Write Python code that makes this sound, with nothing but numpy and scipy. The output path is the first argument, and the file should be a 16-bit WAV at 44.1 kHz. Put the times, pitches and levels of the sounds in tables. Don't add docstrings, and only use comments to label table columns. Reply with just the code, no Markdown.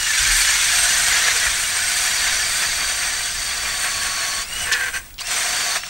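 import sys
import numpy as np
from scipy import signal
from scipy.fft import rfft, irfft, next_fast_len
from scipy.io import wavfile

SR = 44100
rng = np.random.default_rng(int(sys.argv[2]) if len(sys.argv) > 2 else 0)


def master(y):
    cut = np.clip(np.atleast_2d(y).T, -1, 1)
    pcm = np.round(cut * 32767)
    wavfile.write(sys.argv[1], SR, pcm.astype(np.int16))


N = 259749
TIME_S = np.arange(N) / SR
NFFT = next_fast_len(N + 8192)
BINS_HZ = np.fft.rfftfreq(NFFT, 1 / SR)
TRIGGER_OFF_S, TRIGGER_ON_S = 4.64, 5.177

# f/Hz, density/dB
WIND_SPECTRUM = [(10, -5), (22, -5.5), (35, 0), (60, -5.5), (100, -9.5), (200, -19), (400, -25),
                 (1000, -29), (4000, -29.5), (16000, -33)]
CRUNCH_SPECTRUM = [(150, -40), (350, -27), (600, -18), (900, -10.5), (1250, -6.5), (1500, 0.5), (1900, 0.5),
                   (2350, -1.5), (2800, -4.5), (3300, -23), (4500, -29)]
SCRAPE_SPECTRUM = [(1800, -24.5), (2700, -5), (3350, 1.5), (3900, -1), (4350, 1), (5200, -3), (5900, 2),
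                   (6500, -3), (7000, 1.5), (7600, -10.5), (8400, -8.5), (10000, -35)]
FIZZ_SPECTRUM = [(6500, -30), (7500, -4), (8050, -2), (8550, 0), (9200, -8), (10200, -9.5), (11300, -14),
                 (12300, -12.5), (13500, -15), (14300, -28), (16000, -29)]
# t/s, level/dB, f/Hz, t60/s
THUMPS = [(.195, -23, 52, .25), (.215, -28.5, 115, 0.15), (0.289, -19.5, 36.6, 0.56), (1.105, -24, 42, .12),
          (1.465, -25, 50, .18)]
# t/s, f/Hz
MESH_RATE = [(0, 5860), (.22, 5050), (.6, 4530), (1.8, 4730), (2.25, 4620), (2.7, 4650), (3.1, 4585),
             (3.52, 4605), (3.95, 4480), (4.42, 4440), (4.485, 5560), (4.6, 5920), (5.26, 5650),
             (5.4, 4500), (5.63, 4610), (5.745, 4400), (5.82, 5520), (5.89, 5400)]
# multiple of mesh rate, level/dB
GEAR_LINES = [(1 / 4, -4), (1 / 2, -5.5), (7 / 10, -11), (22 / 27, -12), (14 / 15, -19), (1, 0),
              (7 / 5, -6)]
# t/s, level/dB
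WHINE_LEVEL = [(0, -26.5), (.6, -40), (1.65, -41), (1.95, -30), (2.6, -30.5), (3.3, -32), (4.35, -31.5),
               (4.49, -33.5), (4.57, -28), (5.2, -27.5), (5.43, -37), (5.63, -27.5), (5.89, -33)]
# f/Hz, width/Hz, level/dB
HOUSING_MODES = [(1110, 28, 1), (2900, 220, 4.5), (4540, 520, 1), (6200, 350, -5)]
FLIGHT_MODES = [(245, 175, -16), (489, 22, -10.5), (711, 74, -1), (1100, 490, -8)]
BLADE_MODES = [(6070, 29, 3.5), (6630, 150, -13.5), (8630, 430, -9)]
SQUEAL_MODES = [(6062, 40, -4.5), (8410, 70, 0)]
# f/Hz, width/Hz, cutting level/dB, loose level/dB
TUBE_MODES = [(495, 22, -22, -16), (1110, 28, -22, -9), (1200, 24, -13, -24), (1490, 28, -5, -10),
              (1572, 20, -3, 0), (1660, 22, -4, -6), (1750, 16, 0, -4), (1868, 28, -3, -11),
              (1940, 35, -7, -6), (2040, 35, -8, -13), (2160, 28, -4, -12), (2275, 35, -5, -17),
              (2380, 35, -5, -14), (2480, 35, -11, -11), (2870, 40, -15, -17), (4305, 60, -14, -19),
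              (6062, 30, -14, -14)]
# t/s, level/dB, centre f/Hz, t60/s
KNOCKS = [(4.716, -15, 1980, 0.028), (4.722, -17, 6000, .04), (4.727, -14, 4460, 0.028),
          (4.7313, -13.5, 3600, 0.071), (4.805, -33, 1990, .03), (5.105, -42, 2800, 0.033),
          (5.141, -36, 5530, 0.022), (5.181, -32, 3530, 0.022), (5.187, -29, 3720, 0.087),
          (5.208, -21, 4800, .015), (5.218, -29, 4500, .015), (5.271, -19, 4800, 0.017),
          (5.762, -26, 2522, 0.022), (5.834, -20.5, 1960, 0.035)]
# centre t/s, half length/s, level/dB, f/Hz
GROANS = [(0.803, 0.097, -38, 705), (1.3, 0.12, -43, 474)]
# start t/s, length/s, level/dB
RUBS = [(4.663, .03, -24), (4.707, 0.072, -22.5), (4.785, 0.06, -23.5), (4.849, 0.036, -25.5),
        (4.93, 0.039, -25)]
CUTS = [(-.1, 4.52, 0), (5.237, 0.531, 0.5), (5.82, 0.045, -5)]
# t/s, level/dB
EFFORT = [(.03, -25.5), (.22, -20.5), (.6, -21), (1.2, -21), (1.65, -25), (2.3, -23.5), (2.7, -26),
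          (3.45, -28.5), (4.0, -27.5), (4.42, -28), (5.4, -25.5), (5.76, -26)]
# centre t/s, half length/s, crunch boost or loss/dB
BITES = [(.5, 0.027, 2.5), (1.085, 0.013, 2), (1.155, 0.029, 3.5), (1.28, 0.022, 4.5), (1.46, 0.023, 3.5),
         (1.77, .025, 3), (2.06, 0.031, 2.5), (2.28, .025, 2), (2.64, 0.033, 3.5), (2.825, 0.026, 4.5),
         (2.9, .02, 3.5), (3.04, .04, 3.5), (3.665, .025, 4), (3.855, 0.027, 5.5), (4.06, 0.026, 3),
         (4.23, 0.027, 2), (5.765, 0.015, 5.5)]
SKIDS = [(1.05, 0.014, 3.5), (1.68, 0.033, 2), (2.49, 0.0249, 1.5), (3.335, .04, 4.5)]
# centre t/s, half length/s, level re fizz/dB
SPRAYS = [(0., 0.039, 4.5), (.39, 0.059, 4.5), (.8, 0.058, 3), (1.0, 0.1, 1.5), (1.63, .08, 2.5),
          (1.98, 0.15, 3.5), (2.56, .07, 3), (3.84, .05, 4), (4.04, 0.043, 2.5), (4.27, .04, 2),
          (5.42, 0.11, 1)]
SQUEALS = [(.85, 0.23, -6), (3.2, 0.72, -3), (4.62, 0.13, -1), (5.02, .12, 2)]
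# centre t/s, half length/s, level/dB
CHURNS = [(4.52, 0.068, -35), (4.625, 0.1, -29), (4.82, .11, -32), (4.96, 0.033, -32.5), (5.05, 0.078, -47),
          (5.212, 0.015, -34), (5.245, 0.022, -37)]


def amp(db):
    return 10 ** (np.asarray(db) / 20)


def unit_rms(x):
    return x / np.sqrt(np.mean(x ** 2) + 1e-20)


def curve(rows):
    return np.interp(TIME_S, *np.transpose(rows))


def humps(rows):
    return sum(height * np.exp(-((TIME_S - t_s) / half_s) ** 2) for t_s, half_s, height in rows)


def swells(rows):
    return np.sqrt(sum(humps([(t_s, half_s, amp(db))]) ** 2 for t_s, half_s, db in rows))


def contact(start_s, length_s, rise_s, t60_s):
    attack = np.clip((TIME_S - start_s) / rise_s, 0, 1)
    return attack * amp(-60 * np.maximum(TIME_S - start_s - length_s, 0) / t60_s)


def colour(points):
    hz, db = np.transpose(points)
    return amp(np.interp(np.log(BINS_HZ + 1), np.log(hz), db))


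def resonances(modes, hz=BINS_HZ):
    return sum(amp(db) / (1 + 1j * (hz ** 2 - mode_hz ** 2) / (width_hz * hz + 1e-6))
               for mode_hz, width_hz, db in modes)


def shaped(x, response):
    return unit_rms(irfft(rfft(x, NFFT) * response, NFFT)[:N])


def wander(rate_hz):
    return shaped(rng.standard_normal(N), 1 / (1 + (BINS_HZ / rate_hz) ** 4))


def crackle(per_s, spread_db):
    sizes = amp(spread_db * np.minimum(rng.exponential(1, N), 4))
    return unit_rms(sizes * rng.choice([-1, 1], N) * (rng.random(N) < per_s / SR))


def thin_tone(hz=15680, rms_db=-48):
    return amp(rms_db) * np.sqrt(2) * np.sin(2 * np.pi * hz * TIME_S)


def wind(base_db=-39.5, hold_s=4.03, fall_db_per_s=3.5, gust_db=1.5, gust_hz=4):
    level_db = base_db - fall_db_per_s * np.maximum(TIME_S - hold_s, 0) + gust_db * wander(gust_hz)
    return amp(level_db) * shaped(rng.standard_normal(N), colour(WIND_SPECTRUM))


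def thumps(rise_s=0.0067):
    out = np.zeros(N)
    for start_s, db, hz, t60_s in THUMPS:
        t_s = np.maximum(TIME_S - start_s, 0)
        out += amp(db - 60 * t_s / t60_s) * (1 - np.exp(-t_s / rise_s)) * np.sin(2 * np.pi * hz * t_s)
    return out


def coasting_s():
    return np.maximum(TIME_S - TRIGGER_OFF_S, 0) * (TIME_S < TRIGGER_ON_S)


def mesh_rate_hz(sag_hz_per_db=14, race_hz_per_db=49.5, coast_s=0.3, spin_up_s=0.025):
    driven_hz = curve(MESH_RATE) - sag_hz_per_db * humps(BITES) + race_hz_per_db * humps(SKIDS)
    spin_up = 1 - np.exp(-np.maximum(TIME_S - TRIGGER_ON_S, 0) / spin_up_s)
    return driven_hz * np.where(TIME_S < TRIGGER_ON_S, np.exp(-coasting_s() / coast_s), spin_up)


def throb(teeth_per_turn=220):
    return np.sin(2 * np.pi * np.cumsum(mesh_rate_hz()) / SR / teeth_per_turn)


def gear_whine(loaded_hz=4800, free_hz=5500, flutter_db=1.8, throb_db=4, fade_db_per_s=148):
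    swing = throb()
    slack = np.clip((curve(MESH_RATE) - loaded_hz) / (free_hz - loaded_hz), 0, 1)
    jitter = 0.0025 + 0.004 * slack
    mesh_hz = mesh_rate_hz() * (1 + 0.003 * wander(20) + jitter * wander(243) + 0.005 * swing)
    cycles = np.cumsum(mesh_hz) / SR
    out = np.zeros(N)
    for multiple, db in GEAR_LINES:
        housing = np.sqrt(sum(abs(resonances([m], multiple * mesh_hz)) ** 2 for m in HOUSING_MODES))
        level_db = db + flutter_db * (1 + slack / 2) * wander(75) + throb_db * multiple * swing
        out += housing * amp(level_db) * np.sin(2 * np.pi * (multiple * cycles + rng.random()))
    return amp(curve(WHINE_LEVEL) - fade_db_per_s * coasting_s()) * out


def knocks(half_width_oct=0.74):
    out, t_s = np.zeros(N), np.arange(4096) / SR
    hz = np.fft.rfftfreq(len(t_s), 1 / SR) + 1
    for start_s, db, centre_hz, t60_s in KNOCKS:
        band = 1 / (1 + (np.log2(hz / centre_hz) / half_width_oct) ** 4)
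        noise = unit_rms(irfft(rfft(rng.standard_normal(len(t_s))) * band))
        burst = noise * amp(db - 60 * t_s / t60_s)
        slot = out[round(start_s * SR):][:len(t_s)]
        slot += burst[:len(slot)]
    return out


def groans(width_hz=60):
    out = np.zeros(N)
    for t_s, half_s, db, hz in GROANS:
        mode = resonances([(hz, width_hz, 0)]) ** 2
        out += swells([(t_s, half_s, db)]) * shaped(rng.standard_normal(N), mode)
    return out


def squeaks(pitches_hz, mean_s, glide):
    out, count = np.zeros(N), len(pitches_hz)
    for k, hz in enumerate(pitches_hz):
        offset, span, size, bend = rng.random(4)
        t_s = np.arange(0, mean_s * (0.5 + span), 1 / SR)
        warp = 1 + glide * (bend - 0.5) * (t_s / t_s[-1] - 1)
        tone = (0.5 + size) * np.hanning(len(t_s)) * np.sin(2 * np.pi * hz * t_s * warp)
        slot = out[int((k + offset) / count * (N - 1)):][:len(t_s)]
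        slot += tone[:len(slot)]
    return unit_rms(out)


def tube(squeak_count=640):
    hz, width_hz, cutting_db, loose_db = np.transpose(TUBE_MODES)
    odds = np.cumsum(amp(cutting_db) ** 2 * (np.arange(len(hz)) > 2))
    pitches_hz = hz[np.searchsorted(odds / odds[-1], rng.random(squeak_count))]
    ring = shaped(crackle(per_s=1100, spread_db=2), resonances(zip(hz, width_hz, loose_db)))
    return squeaks(pitches_hz, mean_s=0.035, glide=0.017), ring


def wall_rub(tube_ring, waver=0.0138, flutter_db=2.5, tone_db=-2):
    force = np.max([amp(db) * contact(t_s, length_s, rise_s=0.011, t60_s=0.15)
                    for t_s, length_s, db in RUBS], axis=0)
    hz = np.interp(TIME_S, [4.735, 4.825], [1745, 1571]) * (1 + waver * wander(120))
    tone = unit_rms(amp(flutter_db * wander(70)) * np.sin(2 * np.pi * np.cumsum(hz) / SR))
    return force * (tube_ring + amp(tone_db) * tone)


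def fractures(per_s, spread_db, smooth):
    return unit_rms(crackle(per_s, spread_db) + smooth * rng.standard_normal(N))


def cutting_gains():
    engaged = sum(amp(db) * contact(t_s, length_s, rise_s=0.076, t60_s=0.2) for t_s, length_s, db in CUTS)
    cut, churn = amp(curve(EFFORT)) * engaged, swells(CHURNS)
    bite_db = humps(BITES) - humps(SKIDS)
    crunch = np.hypot(cut * amp(-0.97 + bite_db), churn)
    scrape = np.hypot(cut * amp(0.5 + 0.27 * bite_db), churn * amp(-2))
    fizz = np.hypot(cut * amp(-4 + 0.2 * bite_db + humps(SPRAYS)), churn * amp(-3.5))
    return crunch, scrape, fizz


def ringing_crunch(breaks, rubbing, tube_squeaks, flight_from_s=0.47, sink_s=0.45):
    tube_gain = amp(-1.5 - 1.16 * TIME_S)
    flight_gain = amp(-14 + 1.4 * TIME_S) * np.clip((TIME_S - flight_from_s) / sink_s, 0, 1)
    steel = flight_gain * shaped(rubbing, resonances(FLIGHT_MODES)) + tube_gain * tube_squeaks
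    ice = shaped(breaks, colour(CRUNCH_SPECTRUM))
    return (ice + steel) / np.sqrt(1 + tube_gain ** 2 + flight_gain ** 2)


def auger(chatter_db=0.35, throb_db=-0.4, spill_db=-5):
    crunch_gain, scrape_gain, fizz_gain = cutting_gains()
    grip = amp(chatter_db * wander(40) + throb_db * throb())
    coarse = fractures(per_s=2500, spread_db=0, smooth=0.6) * amp(0.7 * wander(70))
    fine = fractures(per_s=3500, spread_db=1.5, smooth=0.94)
    dust = fractures(per_s=6000, spread_db=2, smooth=0.91) * amp(wander(140))
    spill = crackle(per_s=200, spread_db=3)
    dust += amp(spill_db) * swells(CHURNS) / (fizz_gain + 1e-9) * spill
    chirps = amp(-11) * squeaks(rng.uniform(2600, 9500, size=2600), mean_s=0.024, glide=0.02)
    blades = 1 + resonances(BLADE_MODES)
    rubbing = rng.standard_normal(N)
    tube_squeaks, tube_ring = tube()
    crunch = crunch_gain * ringing_crunch(coarse, rubbing, tube_squeaks)
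    scrape = scrape_gain * shaped(fine + chirps, colour(SCRAPE_SPECTRUM) * blades)
    fizz = fizz_gain * shaped(dust + chirps, colour(FIZZ_SPECTRUM) * blades)
    squeal = fizz_gain * swells(SQUEALS) * shaped(rubbing, resonances(SQUEAL_MODES))
    return grip * (crunch + scrape + fizz + squeal + wall_rub(tube_ring))


def scene(side_db=-15):
    tool = auger() + groans() + gear_whine() + knocks()
    mid = tool + wind() + thumps() + thin_tone()
    spread = colour([(2500, -59), (4200, -52), (6000, -7), (8500, -2), (13000, 1)])
    side = amp(side_db) * irfft(1j * rfft(tool, NFFT) * spread, NFFT)[:N]
    return np.array([mid + side, mid - side])


def record(dry, cutoff_hz=16000):
    taps = signal.firwin(1023, cutoff_hz, window=("kaiser", 9), fs=SR)
    return signal.oaconvolve(dry, taps[None], "same")


dry = scene()
out = record(dry)
master(out)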